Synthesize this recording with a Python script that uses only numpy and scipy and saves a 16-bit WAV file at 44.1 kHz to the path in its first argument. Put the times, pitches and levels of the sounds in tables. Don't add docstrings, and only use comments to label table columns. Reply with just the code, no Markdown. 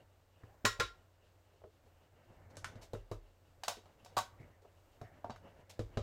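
import sys
import numpy as np
from scipy import signal
from scipy.fft import rfft, irfft, next_fast_len
from scipy.io import wavfile
from scipy.ndimage import uniform_filter1d, map_coordinates

SR = 44100
rng = np.random.default_rng(int(sys.argv[2]) if len(sys.argv) > 2 else 0)


def dump_mix(stems):
    frames = np.atleast_2d(stems).T
    limited = np.clip(frames, -1, 1)
    pcm = np.round(limited * 32767).astype(np.int16)
    wavfile.write(sys.argv[1], SR, pcm)


def gain_from_db(level_db):
    decades = np.asarray(level_db, float) / 20
    return 10 ** decades


N = 265570


def unit(x):
    return x / np.sqrt(np.mean(x ** 2) + 1e-20)


def loudest(x):
    return np.sqrt(np.abs(uniform_filter1d(x * x, size=SR // 250)).max() + 1e-20)


def along(points, hz):
    f, value = np.transpose(points)
    return np.interp(np.log(hz + 1), np.log(f + 1), value)


def wobble(rate):
    knots = rng.standard_normal(int(N * rate / SR) + 4)
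    return map_coordinates(knots, [np.arange(N) * rate / SR])


def filtered(x, gain):
    m = next_fast_len(N + 8192)
    return irfft(rfft(x, m) * gain(np.fft.rfftfreq(m, 1 / SR)), m)[..., :N]


def rush(gain):
    m = next_fast_len(N + 8192)
    spectrum = rfft(rng.standard_normal(m)) * gain(np.fft.rfftfreq(m, 1 / SR))
    return unit(irfft(spectrum, m)[:N])


def ring(modes, t, damping, scatter_db):
    out = np.zeros(len(t))
    for hz, db, t60 in modes:
        strength, apart = rng.standard_normal(2)
        fade = gain_from_db(db + scatter_db * strength - 60 * t / (damping * t60))
        twin = gain_from_db(-5) * np.sin(2 * np.pi * hz * (1 + 0.02 * apart) * t)
        out += fade * (np.sin(2 * np.pi * hz * t) + twin)
    return out


def tail(count, decay):
    hz, t, z = signal.stft(rng.standard_normal(count), SR, nperseg=256)
    faded = z * gain_from_db(-60 * t / along(decay, hz)[:, None])
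    answer = signal.istft(faded, SR, nperseg=256)[1][:count]
    return np.pad(answer / np.linalg.norm(answer), (SR // 300, 0))


def bandpass(low, high):
    return signal.butter(2, [low, high], "bandpass", fs=SR, output="sos")


# (frequency [Hz], t60 [s])
ROOM = [(300, 0.27), (700, 0.18), (1500, 0.23), (4000, 0.22), (8000, 0.19), (13000, 0.19)]
EDGES_HZ = [1700, 5500, 16500]


def contacts(blows, modes, ring_db, damping, room_db, rise, top_hz=EDGES_HZ[2]):
    size = SR // 3
    out, t = np.zeros(N + size), np.arange(size) / SR
    for s, knock_db, knock_hz, click_db, edge_db, t60 in blows:
        u = t / t60
        start = 1 - np.exp(-u / rise)
        grains = rng.standard_normal(size) * np.abs(rng.standard_normal(size)) ** 0.83
        chatter = grains * start * gain_from_db(-60 * u) * (1 + 1.35 * np.exp(-u / (4 * rise)))
        answer = gain_from_db(room_db) * tail(size, ROOM)[:size] * (1 - np.exp(-u / (3 * rise)))
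        body = ring(modes, t, damping, scatter_db=2) * start
        body = gain_from_db(ring_db) * body / np.linalg.norm(body)
        heard = chatter / np.linalg.norm(chatter) + answer + body
        heard = heard + signal.fftconvolve(answer, body)[:size]
        grip = 1 - 0.64 * (1 - np.exp(-t / 0.025))
        parts = [(bandpass(knock_hz / 1.468, knock_hz * 1.311), 0, grip),
                 (bandpass(*EDGES_HZ[:2]), click_db, -1),
                 (bandpass(EDGES_HZ[1], top_hz), edge_db, 1)]
        for sos, db, sign in parts:
            part = signal.sosfilt(sos, heard)
            out[round(s * SR):][:size] += sign * gain_from_db(knock_db + db - 0.5) * part / loudest(part)
    return out[:N]


# (time [s], knock peak [dB], click [dB], bright edge [dB])
RAPS = [
    (0.6502, -22, -2, -9),
    (0.6563, -21, -12, -6.5),
    (0.6601, -26, -7, -10.5),
    (0.798, -26, -7, -13.5),
    (0.804, -22, -12.5, -16.5),
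]
# (frequency [Hz], level [dB], t60 [s])
CASE = [(1065, -8, .16), (1390, -3, .19), (1700, -12, .13), (1910, -10, .19), (3020, -8, .12),
        (3553, -13, .2), (3862, -4.5, .28), (4260, -7, .14), (4608, -11, .2), (5392, -6, .2),
        (5935, -7, .22), (7062, -6, .22), (7967, -14, .2), (8549, -11, .2)]


def stamp_raps():
    knock_hz, contact_s = 1470, 0.022
    blows = [(s, db, knock_hz, click, edge, contact_s) for s, db, click, edge in RAPS]
    return contacts(blows, CASE, ring_db=-3.5, damping=0.64, room_db=-3.5, rise=0.1)


# (time [s], knock peak [dB], knock pitch [Hz], click over knock [dB])
SHUT = [
    (4.167, -28, 950, -12),
    (4.172, -23.5, 1060, -15),
    (4.179, -28, 950, -5),
    (4.187, -26, 1050, -8),
]
# (time [s], knock peak [dB], knock pitch [Hz], click [dB], bright edge [dB])
LID = [(3.635, -40.5, 765, 4.5, -1.5), (3.681, -29, 780, 1, -1.5), (4.047, -55.5, 566, 0, 3),
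       (4.06, -47, 690, -9, -27), (5.014, -41.5, 593, -19, -20), (5.244, -30.5, 676, -32, -36),
       (5.297, -33.5, 720, -20.5, -43), (5.304, -42, 1070, -6, -36), (5.36, -48, 1710, -13, -15)]
# (frequency [Hz], level [dB], t60 [s])
SHELL = [(437, -8, .12), (745, -1.5, .14), (940, -1.5, .12), (1128, -1.5, .12), (1535, -3, .14),
         (2060, -14, .1), (3970, -9, .14), (4720, -11, .12), (5480, -9, .15), (6500, -10, .13),
         (7190, -10, .14), (8600, -12, .15)]


def lid_shut_and_handled():
    snaps = [(*row, row[-1] + 1, 0.02) for row in SHUT]
    bumps = [(*row, 0.028) for row in LID]
    snapped = contacts(snaps, SHELL, ring_db=-5.5, damping=0.28, room_db=-3, rise=0.04)
    return snapped + contacts(bumps, SHELL, ring_db=-4, damping=0.1, room_db=0.0, rise=0.041)


# (time [s], knock peak [dB], knock pitch [Hz], click [dB], bright edge [dB])
PICK = [
    (2.555, -64, 700, 3, -3),
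    (2.569, -45, 463, -2, 2),
    (2.644, -31, 1520, -11.5, -9.5),
]
# (frequency [Hz], level [dB], t60 [s])
RIM = [(1077, -5, 0.12), (1520, 4, .12), (3600, -4, 0.14), (4560, -9, .12), (5430, -5, .15),
       (5970, -2, .15), (6508, -2, 0.14), (7200, -14, .13), (9700, -8, 0.13), (10900, -14, .12)]


def lid_picked_up():
    blows = [(*row, 0.021) for row in PICK]
    return contacts(blows, RIM, ring_db=-9, damping=0.4, room_db=-1.6, rise=0.03, top_hz=11800)


# (time [s], knock peak [dB], knock pitch [Hz], click [dB], bright edge [dB])
TAPS = [(0.651, -27.5, 577, 4, -14), (0.798, -27, 480, 0, -26), (2.933, -30.5, 457, -19, -21),
        (3.114, -32, 453, -19.5, -20.5), (4.169, -24.5, 830, -10, -20), (5.792, -29, 446, -19.5, -24),
        (5.972, -29.5, 560, -10.5, -28)]
# (time [s], knock peak [dB], knock pitch [Hz], click over knock [dB])
DABS = [(0.435, -54, 352, -16.5), (0.543, -59.5, 754, -21.5), (0.646, -33.5, 610, -27.5),
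        (0.791, -44.5, 700, -31), (1.245, -66, 448, -9), (1.509, -71, 571, -12), (1.538, -60, 549, -15),
        (1.617, -52.5, 593, -40), (1.638, -45, 504, -47), (2.755, -48.5, 580, -12), (3.769, -47, 452, -6),
        (3.857, -54, 800, -9.5), (4.122, -55, 530, -25), (5.575, -58, 575, -27)]
# (time [s],
# knock peak [dB], knock pitch [Hz])
UPPER_KNOCKS = [(0.434, -53.5, 1380), (1.639, -53, 890), (2.57, -51, 1250), (2.936, -41, 830),
                (2.949, -45.5, 1340), (3.116, -40.5, 870), (3.129, -56, 1020), (3.634, -38, 850), (3.68, -26, 836),
                (5.013, -49.5, 1310), (5.793, -40.5, 1140), (5.972, -34.5, 1120)]
# (time [s], knock peak [dB], knock pitch [Hz], click over knock [dB])
BRUSHES = [(1.859, -58, 581, -21), (2.499, -63.5, 781, -4), (2.812, -52.5, 760, -5),
           (2.824, -52.5, 705, -2), (2.838, -58, 565, -3), (3.989, -69, 595, -6),
           (4.401, -51.5, 427, -19.5), (4.615, -53.5, 475, -18.5), (4.644, -48, 504, -31),
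           (5.599, -66.5, 740, -8), (5.694, -54, 714, 3.5), (5.729, -63, 759, -3)]
# (frequency [Hz], level [dB], t60 [s])
BOARD = [(480, -6.5, .04), (620, -0.5, 0.028), (814, -4.5, 0.03), (1320, -4.5, 0.033), (2400, -19.5, 0.018),
         (3950, -1.5, 0.021)]


def paper_pad():
    firm = [(*row, 0.04) for row in TAPS]
    light = [(*row, row[-1] - 13.5, 0.035) for row in DABS]
    upper = [(*row, -25.5, -36, 0.022) for row in UPPER_KNOCKS]
    slow = [(*row, row[-1] - 2.5, 0.083) for row in BRUSHES]
    taps = contacts(firm + light, BOARD, ring_db=-11.5, damping=0.6, room_db=1.5, rise=0.014)
    uppers = contacts(upper, BOARD, ring_db=-17, damping=0.62, room_db=-3, rise=0.056)
    brushes = contacts(slow, BOARD, ring_db=-29, damping=1.0, room_db=-1, rise=0.23)
    return taps + uppers + brushes


# (time [s], panel peak [dB])
DROPS = [(0.793, -39.5), (2.3, -57.5), (2.569, -51.5), (2.659, -54), (2.755, -48.5), (2.933, -40.5),
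         (3.111, -40.5), (4.318, -62.5), (4.44, -55.5), (5.586, -60.5), (5.792, -36), (5.899, -57),
         (5.969, -32)]
# (time [s], panel peak [dB])
NUDGES = [(0.433, -50.5), (1.638, -59.5), (1.848, -65), (3.58, -65), (4.025, -59.5), (4.398, -48),
          (5.013, -45.5)]
# (time [s], panel peak [dB])
KNOCKS = [(0.644, -38.5), (3.68, -59), (3.769, -64.5), (4.167, -46.5), (4.199, -60), (5.244, -55),
          (5.294, -48.5)]
# (frequency [Hz], level [dB], t60 [s])
PANEL = [(84, -7, .2), (105, 0, .22), (128, -7, .15)]
# (frequency [Hz], level [dB], t60 [s])
SWAY = [(37, -1, .6), (52, -3, .4), (64, -2, .25)]
# (frequency [Hz], level [dB], t60 [s])
DRAWER = [(232.2, -1, 0.088), (281.3, -5.5, 0.071), (345, -3, 0.024)]


def desk():
    out, t = np.zeros(N + SR), np.arange(SR // 2) / SR
    # blows, frame sway [dB], drawer rattle [dB]
    for blows, sway_db, drawer_db in (DROPS, -8.5, -7), (NUDGES, -21, -9), (KNOCKS, -12.5, 3.9):
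        # part, level [dB], rise [s]
        parts = (PANEL, 0, 0.003), (SWAY, sway_db, 0.015), (DRAWER, drawer_db, 0.0015)
        for s, panel_db in blows:
            for modes, db, rise in parts:
                swing = ring(modes, t, damping=0.9, scatter_db=4.5) * (1 - np.exp(-t / rise))
                out[round((s + 0.002) * SR):][:len(t)] += gain_from_db(panel_db + db + 1.0) * swing / loudest(swing)
    return out[:N]


# (time [s], length [s], rms level [dB], pitch [Hz])
SCUFFS = [(0.452, 0.13, -71.5, 780), (0.482, 0.066, -80, 1650), (2.306, .27, -87, 2100),
          (3.984, .05, -76, 2830), (4.381, 0.089, -68.5, 2060), (4.516, 0.059, -75.5, 1850),
          (5.018, 0.14, -65, 700), (5.03, 0.084, -69.5, 1900), (5.1, 0.069, -82, 1670),
          (5.425, 0.11, -78.5, 2800), (5.575, 0.13, -80, 1940)]


def scuffs():
    out = np.zeros(N + SR)
    for s, length, db, hz in SCUFFS:
        u = np.linspace(0, 1, round(length * SR))
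        grains = rng.standard_normal(SR // 3) ** 3
        paper = signal.sosfilt(bandpass(hz / 1.1, hz * 1.1), grains)
        out[round(s * SR):][:len(u)] += gain_from_db(db) * unit(paper[-len(u):]) * np.sin(np.pi * u ** 0.74)
    return out[:N]


# (time [s], effort [dB])
SLIDE = [(0.0, -71.5), (0.27, -83), (0.47, -71), (1.05, -76.5), (1.94, -79.5), (2.16, -73.5), (2.55, -64),
         (2.8, -66), (2.95, -73), (3.44, -80), (3.84, -74.5), (4.39, -68.5), (4.68, -76), (4.91, -83.5),
         (5.05, -68.5), (5.3, -69), (5.78, -71), (6.02, -71)]


def effort():
    s, db = np.transpose(SLIDE)
    easy_db = -72
    return np.interp(np.arange(N) / SR, s, db) - easy_db


# (level at easy effort [dB], growth with effort [dB per dB], unevenness [dB])
STROKE = [(-72, 1.18, 2.6), (-81.5, 1.14, 1.8), (-87, 0.15, 4.3), (-86, -0.08, 1.3)]
# (frequency [Hz], level [dB per Hz])
RUB = [(88, -30.5), (150, -3), (210, -10), (486, -9.5), (545, -5), (963, -14.5), (1500, -28), (1950, -45),
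       (3300, -120)]
# (frequency [Hz], level [dB per Hz])
SCRATCH = [(900, -30), (1300, -2), (1600, -1.5), (1950, -3), (2300, -5), (2700, -30.5)]
# (frequency [Hz], level [dB per Hz])
SQUEAK = [(2200, -30.5), (2600, -6), (2870, -3), (3150, -10.5), (3600, -32.5)]
# (frequency [Hz], level [dB per Hz])
FIZZ = [(1940, -24), (3300, -4), (3810, -4), (4400, -6.5), (10000, -18.5), (13000, -23), (22000, -120)]


def hands():
    def colour(shape):
        return lambda f: gain_from_db(along(shape, f)) * (f > shape[0][0]) * (f < shape[-1][0])

    out, work, stroke = np.zeros(N), effort(), wobble(22)
    for (db, grows, uneven_db), shape in zip(STROKE, (RUB, SCRATCH, SQUEAK, FIZZ)):
        level = db + grows * work + uneven_db * stroke + 1.6 * wobble(30)
        out += gain_from_db(level) * rush(colour(shape))
    return out


# (frequency [Hz], t60 [s])
FAR = [(200, .5), (1000, .5), (4000, 0.31), (12000, .3)]


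def far_rooms(hits):
    return gain_from_db(-23) * signal.fftconvolve(hits, tail(SR // 2, FAR))[:N]


# (frequency [Hz], level [dB per Hz])
AIR = [(12, -37), (20, -2.5), (96, -2), (177, -18.5), (347, -12.5), (399, -16), (542, -10.5), (923, -17.5),
       (2390, -27), (2910, -33), (3340, -35), (7950, -32.5), (9670, -41), (14700, -33.5), (16000, -40)]


def room_tone():
    air = gain_from_db(-70.5 + 0.87 * wobble(5.8)) * rush(lambda f: gain_from_db(along(AIR, f)))
    fan_hz = 90 + 2.5 * wobble(7.5)
    hum = np.sqrt(2) * np.sin(2 * np.pi * np.cumsum(fan_hz) / SR)
    fan = gain_from_db(-72.5 + 1.1 * wobble(4.6)) * hum
    fuzz = rush(lambda f: 1 / (1 + ((f - 95) / 15) ** 2))
    tremor = gain_from_db(-72.5 + 1.3 * effort()) * fuzz
    return air + fan + tremor


# (frequency [Hz], level [dB])
CAPSULE = [(1200, -5.5), (2200, -7.5), (4000, -7.5), (7500, -7), (9600, -12.5), (11500, -12.5),
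           (14500, -14.5), (16000, -16)]


def scene():
    blows = stamp_raps() + lid_shut_and_handled() + lid_picked_up() + paper_pad()
    hits = filtered(blows, lambda f: gain_from_db(along(CAPSULE, f)))
    return (hits + desk() + scuffs() + hands() + far_rooms(hits) + room_tone())[None]


def band_limit(x):
    return signal.sosfilt(signal.butter(12, 16360, fs=SR, output="sos"), x)


def record(dry):
    top_hz = 15850
    mix = filtered(dry, lambda f: f < top_hz)
    return band_limit(mix)


dry = scene()
out = record(dry)
dump_mix(out)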